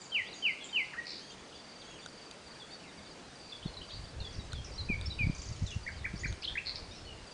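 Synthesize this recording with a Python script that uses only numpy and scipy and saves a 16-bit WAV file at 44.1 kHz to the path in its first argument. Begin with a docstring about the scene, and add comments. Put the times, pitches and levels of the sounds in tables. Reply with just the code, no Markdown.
"""Songbirds and crickets in a valley

Birds among bushes whistle in sines on bent pitch curves; trills and buzzes repeat one short sweep.
Crickets chirp in groups of four falling pulses, and dry ticks ring close to the microphone.
Echoes from leaves and slopes smear the notes, most of all the trills in the thicket, then the distant whistles.
Over faint shaped noise, later gusts thump on the single microphone as bursts of low swings."""
import sys
import numpy as np
from scipy import signal
from scipy.io import wavfile
from scipy.ndimage import uniform_filter1d

SR = 44100
rng = np.random.default_rng(int(sys.argv[2]) if len(sys.argv) > 2 else 0)


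def wav_out(sig):
    """Save sig, one row per channel (or a flat mono array), as 16-bit PCM at SR to the path in sys.argv[1]."""
    wavfile.write(sys.argv[1], SR, np.round(np.clip(np.atleast_2d(sig).T, -1, 1) * 32767).astype(np.int16))


def gain_from_decibels(decibels):
    """Convert decibel values to linear amplitude factors."""
    exponent = np.asarray(decibels, float) / 20
    return 10 ** exponent


N = 323253  # samples


def evened(x):
    """Scales to rms 1."""
    return x / np.sqrt(np.mean(x ** 2) + 1e-20)


def add(mix, s, sound):
    """Mixes a sound in from time s."""
    part = mix[max(round(s * SR), 0):][:len(sound)]
    part += sound[:len(part)]


def sweep(hz, level, octave=0):
    """A sine that follows a pitch curve, with a share of its octave."""
    phase = 2 * np.pi * np.cumsum(hz) / SR
    return level * (np.sin(phase) + octave * np.sin(2 * phase))


def flutter(n, size):
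    """Random wavering of rms 1, smooth over size samples."""
    smooth = uniform_filter1d(rng.standard_normal(n), size)
    return evened(uniform_filter1d(smooth, size))


def noise(points, patchy_db):
    """Random short-time spectra of a given colour, with drifting patches; rms 1."""
    hz = np.fft.rfftfreq(2048, 1 / SR)
    real, imag, patches = rng.standard_normal((N // 512 + 5, len(hz), 3)).T
    patches = uniform_filter1d(patches, size=5, axis=1)  # over time
    patches = evened(uniform_filter1d(patches, size=20, axis=0))  # over frequency
    point_hz, point_db = np.transpose(points)
    colour_db = np.interp(np.log(hz + 1), np.log(point_hz + 1), point_db)[:, None]
    spectra = (real + 1j * imag) * gain_from_decibels(colour_db + patchy_db * patches)
    return evened(signal.istft(spectra, nperseg=2048, noverlap=1536)[1][:N])


# colour of the air around the microphone: (frequency [Hz], relative density [dB per Hz])
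AIR_COLOUR = [(35, -43), (60, -17), (175, -3.5), (466, -4.5), (1250, -11), (3620, -15.5), (4580, -15),
              (10500, -27)]


def air():
    """The faint bed of the place: noise strongest in the low mids, a little patchy."""
    return gain_from_decibels(-52) * noise(AIR_COLOUR, patchy_db=1.4)  # rms in dB


# eddies that hit the microphone: (time of the middle [s], swing rate [Hz], envelope peak [dB])
EDDIES = [(3.661, 154, -26.5), (4.217, 77, -31.5), (4.391, 97, -32), (4.538, 94.5, -33), (4.902, 191, -24),
          (5.082, 75, -31), (5.212, 119, -27), (5.241, 92, -26), (5.272, 132, -24), (5.299, 139, -21.5),
          (5.517, 86.6, -31.5), (5.625, 111, -25.5), (5.641, 76.4, -26), (5.766, 92, -26),
          (6.141, 153, -30), (6.258, 125, -31)]
# rumble at the microphone between the gusts: (time [s], rms level [dB])
WIND_LEVEL = [(0, -69), (2.4, -69.5), (3.5, -61.5), (4.3, -44), (6, -46), (6.7, -51.5), (7.33, -48.5)]
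# colour of that rumble: (frequency [Hz], relative density [dB per Hz])
RUMBLE_COLOUR = [(15, -12), (70, -0.5), (150, -11.5), (600, -56.5)]


def wind():
    """Single eddies push the membrane for a cycle or two; a lumpy rumble swells around them."""
    out, gusts = np.zeros(N), np.zeros(N)
    for (s, hz, db), phase in zip(EDDIES, rng.random(len(EDDIES))):
        cycle = np.arange(-2, 2, hz / SR)
        bent = cycle + 0.082 * np.sin(2 * np.pi * cycle)  # uneven swings put some power higher up
        envelope = gain_from_decibels(db) * np.exp(-(cycle / 0.73) ** 2)
        add(out, s - 2 / hz, envelope * np.cos(2 * np.pi * (bent + phase)))
        add(gusts, s - .06, gain_from_decibels(db - 21) * np.hanning(round(.15 * SR)))
    s, db = np.transpose(WIND_LEVEL)
    between = gain_from_decibels(np.interp(np.arange(N) / SR, s, db))
    return out + noise(RUMBLE_COLOUR, patchy_db=3.5) * (gusts + between)


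# dry ticks close to the microphone: (time [s], level before crackle and ring shape it [dB])
TICK_TIMES = [(2.0604, -36.5), (2.312, -37.5), (4.5318, -34.5), (5.012, -38.5), (6.326, -40)]
# ringing of a tick: (frequency [Hz], relative level [dB], time to fall by 60 dB [s])
TICK_MODES = [(1484, -4.5, 0.023), (3800, 3, 0.0084), (6550, 5.5, 0.0015), (8700, -1, .0015)]


def ticks():
    """A ragged crackle of two milliseconds that rings for a few milliseconds."""
    out, t = np.zeros(N), np.arange(1000) / SR
    ring = sum(gain_from_decibels(db - 60 * t / t60) * np.sin(2 * np.pi * hz * t) for hz, db, t60 in TICK_MODES)
    crackles = rng.standard_normal((len(TICK_TIMES), 100)) ** 3  # the cube makes it ragged
    for (s, db), crackle in zip(TICK_TIMES, crackles):
        crackle = crackle * np.hanning(len(crackle) * 2)[len(crackle):]  # fades out
        add(out, s, gain_from_decibels(db) * np.convolve(crackle / np.linalg.norm(crackle), ring))
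    return out


# chirps of the clearer crickets: (middle of the first pulse [s])
CHIRP_TIMES = [0.019, 0.28, .391, 0.723, 1.169, 1.562, 1.723, 2.003, 2.182, 2.472, 2.985, 3.367, 3.431,
               3.846, 3.963, 4.264, 4.727, 4.939, 5.105, 5.232, 5.399, 5.842, 6.167, 6.713, 7.279]
# wing strokes of one chirp: (time after the first [s])
WING_STROKES = [0, .042, .086, .132]


def crickets():
    """Each wing stroke is a tone that falls as the file runs out; fainter crickets chirp at random times."""
    out, u = np.zeros(N), np.linspace(0, 1, round(0.03 * SR))
    slots = zip(np.arange(0, N / SR, .2), rng.random((60, 2)))
    faint = [(s + .12 * late, -66 + 5 * louder) for s, (late, louder) in slots]
    chirps = faint + [(s, -52) for s in CHIRP_TIMES]  # typical stroke peak in dB
    chance = rng.standard_normal((len(chirps), len(WING_STROKES), 2))
    for (s, db), draws in zip(chirps, chance):
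        for later, (own_level, own_pitch) in zip(WING_STROKES, draws):
            hz = (4830 - 520 * u ** 1.8) * (1 + .005 * own_pitch)
            level = np.sin(np.pi * u) * gain_from_decibels(db + 1.5 * own_level)
            add(out, s + later - len(u) / SR / 2, sweep(hz, level))
    return out


def whistle(s, hz, db, edge, octave=0):
    """A pure tone on a rounded pitch curve, with soft edges of the given seconds and a share of octave."""
    t = np.arange(s[0], s[-1], 1 / SR)
    hz = uniform_filter1d(np.interp(t, s, hz), size=220, mode="nearest")
    db = uniform_filter1d(np.interp(t, s, db), size=90, mode="nearest")
    to_edge = np.minimum(t - s[0], s[-1] - t)
    edges = np.sin(np.pi / 2 * np.clip(to_edge / edge, 0, 1)) ** 2
    return sweep(hz, edges * gain_from_decibels(db), octave)


# whistled notes, by name: (share of the length, share of the way from low to high pitch, level [dB])
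NOTE_SHAPES = { "tew": [(0, 0.99, -13.5), (.27, .86, -9.5), (.31, .81, -1), (.52, .42, -3),
               (.75, 0.125, -6.5), (1, 0.0043, -16.5)], "slide": [(0, 0.93, -7), (.45, .52, -1),
               (1, 0, -5)], "hook": [(0, 0.057, -10), (.27, 0.87, -2.5), (1, .15, -7)],
               "chup": [(0, 0.44, 0.5), (.32, .6, -11), (.53, 0.94, -1.5), (.7, 0.521, -10), (1, 0, -2)],
               "dip": [(0, 1, -5), (.25, 0, -22), (.53, 0.65, -18), (.77, .75, -3), (1, 0.66, -12)],
               "scoop": [(0, 0.55, 8.5), (.21, 0.039, -22.5), (.64, .69, -6.5), (1, 0.98, -13)],
               "spike": [(0, 0, -23), (.49, .42, -13), (.77, 1, -7), (1, 0.112, 6)], "fall": [(0, 0.97, 8),
               (1, 0.078, 3.5)], "rise": [(0, 0.097, 1), (.45, .45, -1), (1, 1, -2.5)], "drop": [(0, 1, 7),
               (.4, .15, 3.5), (1, 0, -1.5)], "leap": [(0, 0, 1.5), (.38, 1, 5), (1, 0.82, -3)],
               "arch": [(0, 0, 2), (.38, 0.97, 1), (.6, .9, 3), (1, 0.42, 0)], }
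NOTE_SHAPES["reedy"] = NOTE_SHAPES["arch"]  # one bird arches its notes with a strong octave on top
# octave on top of a note, by shape: (share of the fundamental's amplitude)
OCTAVE_SHARE = {"reedy": 0.55}


def song(table, edge):
    """Each note stretches its shape over its length and pitch range."""
    out = np.zeros(N)
    for shape, rows in table.items():
        when, height, own_db = np.transpose(NOTE_SHAPES[shape])
        octave = OCTAVE_SHARE.get(shape, 0)
        for start, length, low_hz, high_hz, db in rows:
            hz = low_hz + (high_hz - low_hz) * height
            add(out, start, whistle(length * when, hz, db + own_db, edge, octave))
    return out


# birds further off, by shape of note:
# (start [s], length [s], low pitch [Hz], high pitch [Hz], level before the shape's own [dB])
FAR_NOTES = { "fall": [(.328, 0.019, 3380, 4240, -52), (.605, 0.065, 2970, 3510, -57.5),
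             (1.98, 0.016, 2100, 2950, -58), (2.6, 0.0412, 3170, 3650, -58), (3.66, 0.035, 4000, 4580, -58),
             (4.393, 0.025, 3715, 3940, -54), (5.712, 0.023, 2600, 3000, -49),
             (6.262, 0.019, 3880, 4500, -55), (7.048, 0.02, 4270, 4420, -57)],
             "rise": [(.235, .075, 2540, 4400, -52), (6.955, 0.052, 2620, 3000, -63),
             (3.81, 0.015, 2670, 3320, -41.5), (4.735, 0.032, 5160, 5930, -50.5),
             (5.18, 0.02, 2660, 3150, -46.5), (6.905, 0.076, 3500, 4300, -56.5)],
             "drop": [(1.522, 0.021, 2740, 3510, -55), (2.835, 0.064, 2016, 2910, -59.5),
             (1.812, 0.023, 3100, 4820, -55), (3.495, 0.011, 3990, 4500, -53),
             (3.518, 0.021, 3360, 3860, -47.5), (3.548, 0.021, 3340, 3820, -52),
             (3.765, 0.024, 3820, 4590, -46.5), (4.2, 0.03, 3600, 4600, -49.5),
             (4.238, 0.055, 3325, 3570, -53), (4.518, .024, 3565, 4580, -51.5),
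             (4.548, 0.059, 3210, 3600, -54.5), (5.66, 0.061, 3310, 4220, -52.5),
             (7.065, 0.13, 2815, 3020, -57.5)], "leap": [(.685, 0.02, 3480, 3730, -53),
             (1.538, 0.061, 3200, 3550, -57), (1.95, 0.025, 2700, 2970, -58),
             (3.735, 0.018, 3780, 4170, -57), (3.9, 0.053, 2770, 3920, -54),
             (6.185, 0.044, 4950, 7030, -54.5), (6.255, 0.065, 4190, 6700, -56.5)],
             "arch": [(2.7, 0.061, 4090, 4690, -53), (2.705, 0.049, 3300, 3800, -60.5),
             (3.625, 0.055, 2870, 3900, -52), (3.893, .072, 3450, 4700, -52),
             (6.155, 0.032, 4060, 5800, -53.5), (6.9, 0.08, 4220, 5990, -60.5)],
             "reedy": [(1.2, 0.14, 3000, 3320, -61), (1.377, 0.033, 2780, 3480, -61),
             (1.835, 0.12, 3000, 3370, -59.5), (2.003, 0.044, 3100, 3640, -60),
             (1.3, 0.045, 2300, 3700, -60.5)], }


def far_whistles():
    """Distant birds, and short twitters at random behind them; moving air and leaves make their level waver."""
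    out = song(FAR_NOTES, edge=.005)
    for s, pitch, bend, fall in rng.random((45, 4)):
        hz = (1900 + 2300 * pitch) * np.array([1, .9 + .3 * bend, 1.1 - .35 * fall])
        add(out, s * N / SR, whistle([0, .015, .04], hz, [-61] * 3, edge=.006))
    return out * gain_from_decibels(3 * flutter(N, size=150))


# trills and buzzes in the thicket, before fade, sag and scatter:
# (start [s], end [s], sweeps per second [1/s], from [Hz], to [Hz], level [dB])
TRILL_RUNS = [(0.005, 0.088, 180, 7570, 6750, -50.5), (0.331, 0.417, 250, 7260, 6540, -51),
              (0.634, 0.675, 140, 8120, 6750, -45), (1.054, 1.2, 79, 5900, 3600, -36.5),
              (4.324, 4.371, 39, 5040, 6350, -46), (4.645, 4.669, 42, 6420, 4760, -42),
              (6.953, 7.001, 120, 5940, 5150, -46.5), (5.346, 5.65, 28.3, 4100, 8200, -45.5),
              (5.664, 5.76, 24.6, 4100, 8200, -43.5), (6.416, 6.434, 140, 5650, 4140, -37.5),
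              (6.489, 6.511, 200, 3920, 3040, -36), (6.653, 6.707, 150, 4600, 4110, -32),
              (6.753, 6.765, 230, 6520, 3140, -33)]


def trills():
    """One short hoarse sweep repeated, each a little different; a fast trill starts softly;
    each fades and sags in pitch."""
    out = np.zeros(N)
    for start, end, rate, from_hz, to_hz, db in TRILL_RUNS:
        chance = rng.standard_normal((30, 3)) * [1.6, .0008, .02]  # dB, s, share of the pitch
        length = min(.003 + .4 / rate, .011)  # s
        u = np.linspace(0, 1, round(length * SR)) ** .6  # quick at first
        for s, (own_db, late, off_pitch) in zip(np.arange(start, end, 1 / rate), chance):
            done = (s - start) / (end - start)
            soft_start = 13 * (s == start and rate > 60)  # dB
            level = np.sin(np.pi * u) ** 1.3 * gain_from_decibels(db - 8 * done - soft_start + own_db)
            hz = (from_hz + (to_hz - from_hz) * u) * (1 + off_pitch - .05 * done)
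            lower_octave = sweep(hz / 2, .22 * level)
            add(out, s + late, sweep(hz, level) + lower_octave)
    return out * (1 + .5 * flutter(N, size=30))  # hoarseness


# the birds nearer the microphone, by shape of note:
# (start [s], length [s], low pitch [Hz], high pitch [Hz], level before the shape's own [dB])
NEAR_NOTES = { "tew": [(.116, 0.11, 1844, 3233, -25), (.421, 0.1, 2003, 3163, -23),
              (.726, 0.11, 1985, 3166, -24)], "dip": [(.931, .077, 1086, 2201, -28.5)],
              "hook": [(4.775, 0.0466, 3710, 4350, -35.5), (5.098, 0.041, 3510, 4130, -36.5)],
              "slide": [(4.886, .064, 2180, 2553, -30), (5.186, .066, 2218, 2572, -28.5)],
              "chup": [(5.862, 0.034, 1396, 2370, -29.5), (6.042, 0.027, 1307, 2550, -25.5),
              (6.232, .032, 1260, 2567, -27.5)], "spike": [(6.423, .035, 2075, 4550, -26.5)],
              "rise": [(5.055, 0.024, 5100, 5596, -37.5), (6.472, 0.022, 2830, 3820, -31)],
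              "scoop": [(6.553, .042, 1450, 2900, -21.5)], }


def whistles():
    """The nearer birds: clear whistles, sines on bent pitch curves."""
    return song(NEAR_NOTES, edge=.007)


def slopes(x, leaves_db, valley_db):
    """Scattering by leaves, then a longer, fainter echo from the valley sides."""
    t = np.arange(SR * 3 // 4) / SR
    taps = rng.standard_normal(len(t)) * np.clip(t / .008, 0, 1)  # builds up over 8 ms
    leaves, valley = gain_from_decibels(-60 * t / 0.22), gain_from_decibels(-60 * t / 1.03)  # each falls by 60 dB in so many s
    leaves = gain_from_decibels(leaves_db) * leaves / np.linalg.norm(leaves)
    valley = gain_from_decibels(valley_db) * valley / np.linalg.norm(valley)
    return x + signal.fftconvolve(x, taps * (leaves + valley))[:N]


def scene():
    """Thicket trills carry the most echo, far whistles less, near whistles and crickets the least;
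    one microphone feeds both channels."""
    far = slopes(far_whistles(), leaves_db=-2.5, valley_db=-16)
    thicket = slopes(trills(), leaves_db=-1.5, valley_db=-11.5)
    near = slopes(whistles() + crickets(), leaves_db=-8.0, valley_db=-15)
    mix = air() + wind() + ticks() + far + thicket + near
    return np.array([mix, mix])


def top_cut(x):
    """Nothing passes above the cut-off."""
    return signal.sosfilt(signal.butter(12, 10040, fs=SR, output="sos"), x)


def record(dry):
    """A steep low-pass takes away the highest treble of the microphone signal."""
    low_pass = signal.firwin(1023, 10120, window=("kaiser", 10), fs=SR)  # edge in Hz
    limited = signal.oaconvolve(dry, low_pass[None], "same")
    return top_cut(limited)


dry = scene()
out = record(dry)
wav_out(out)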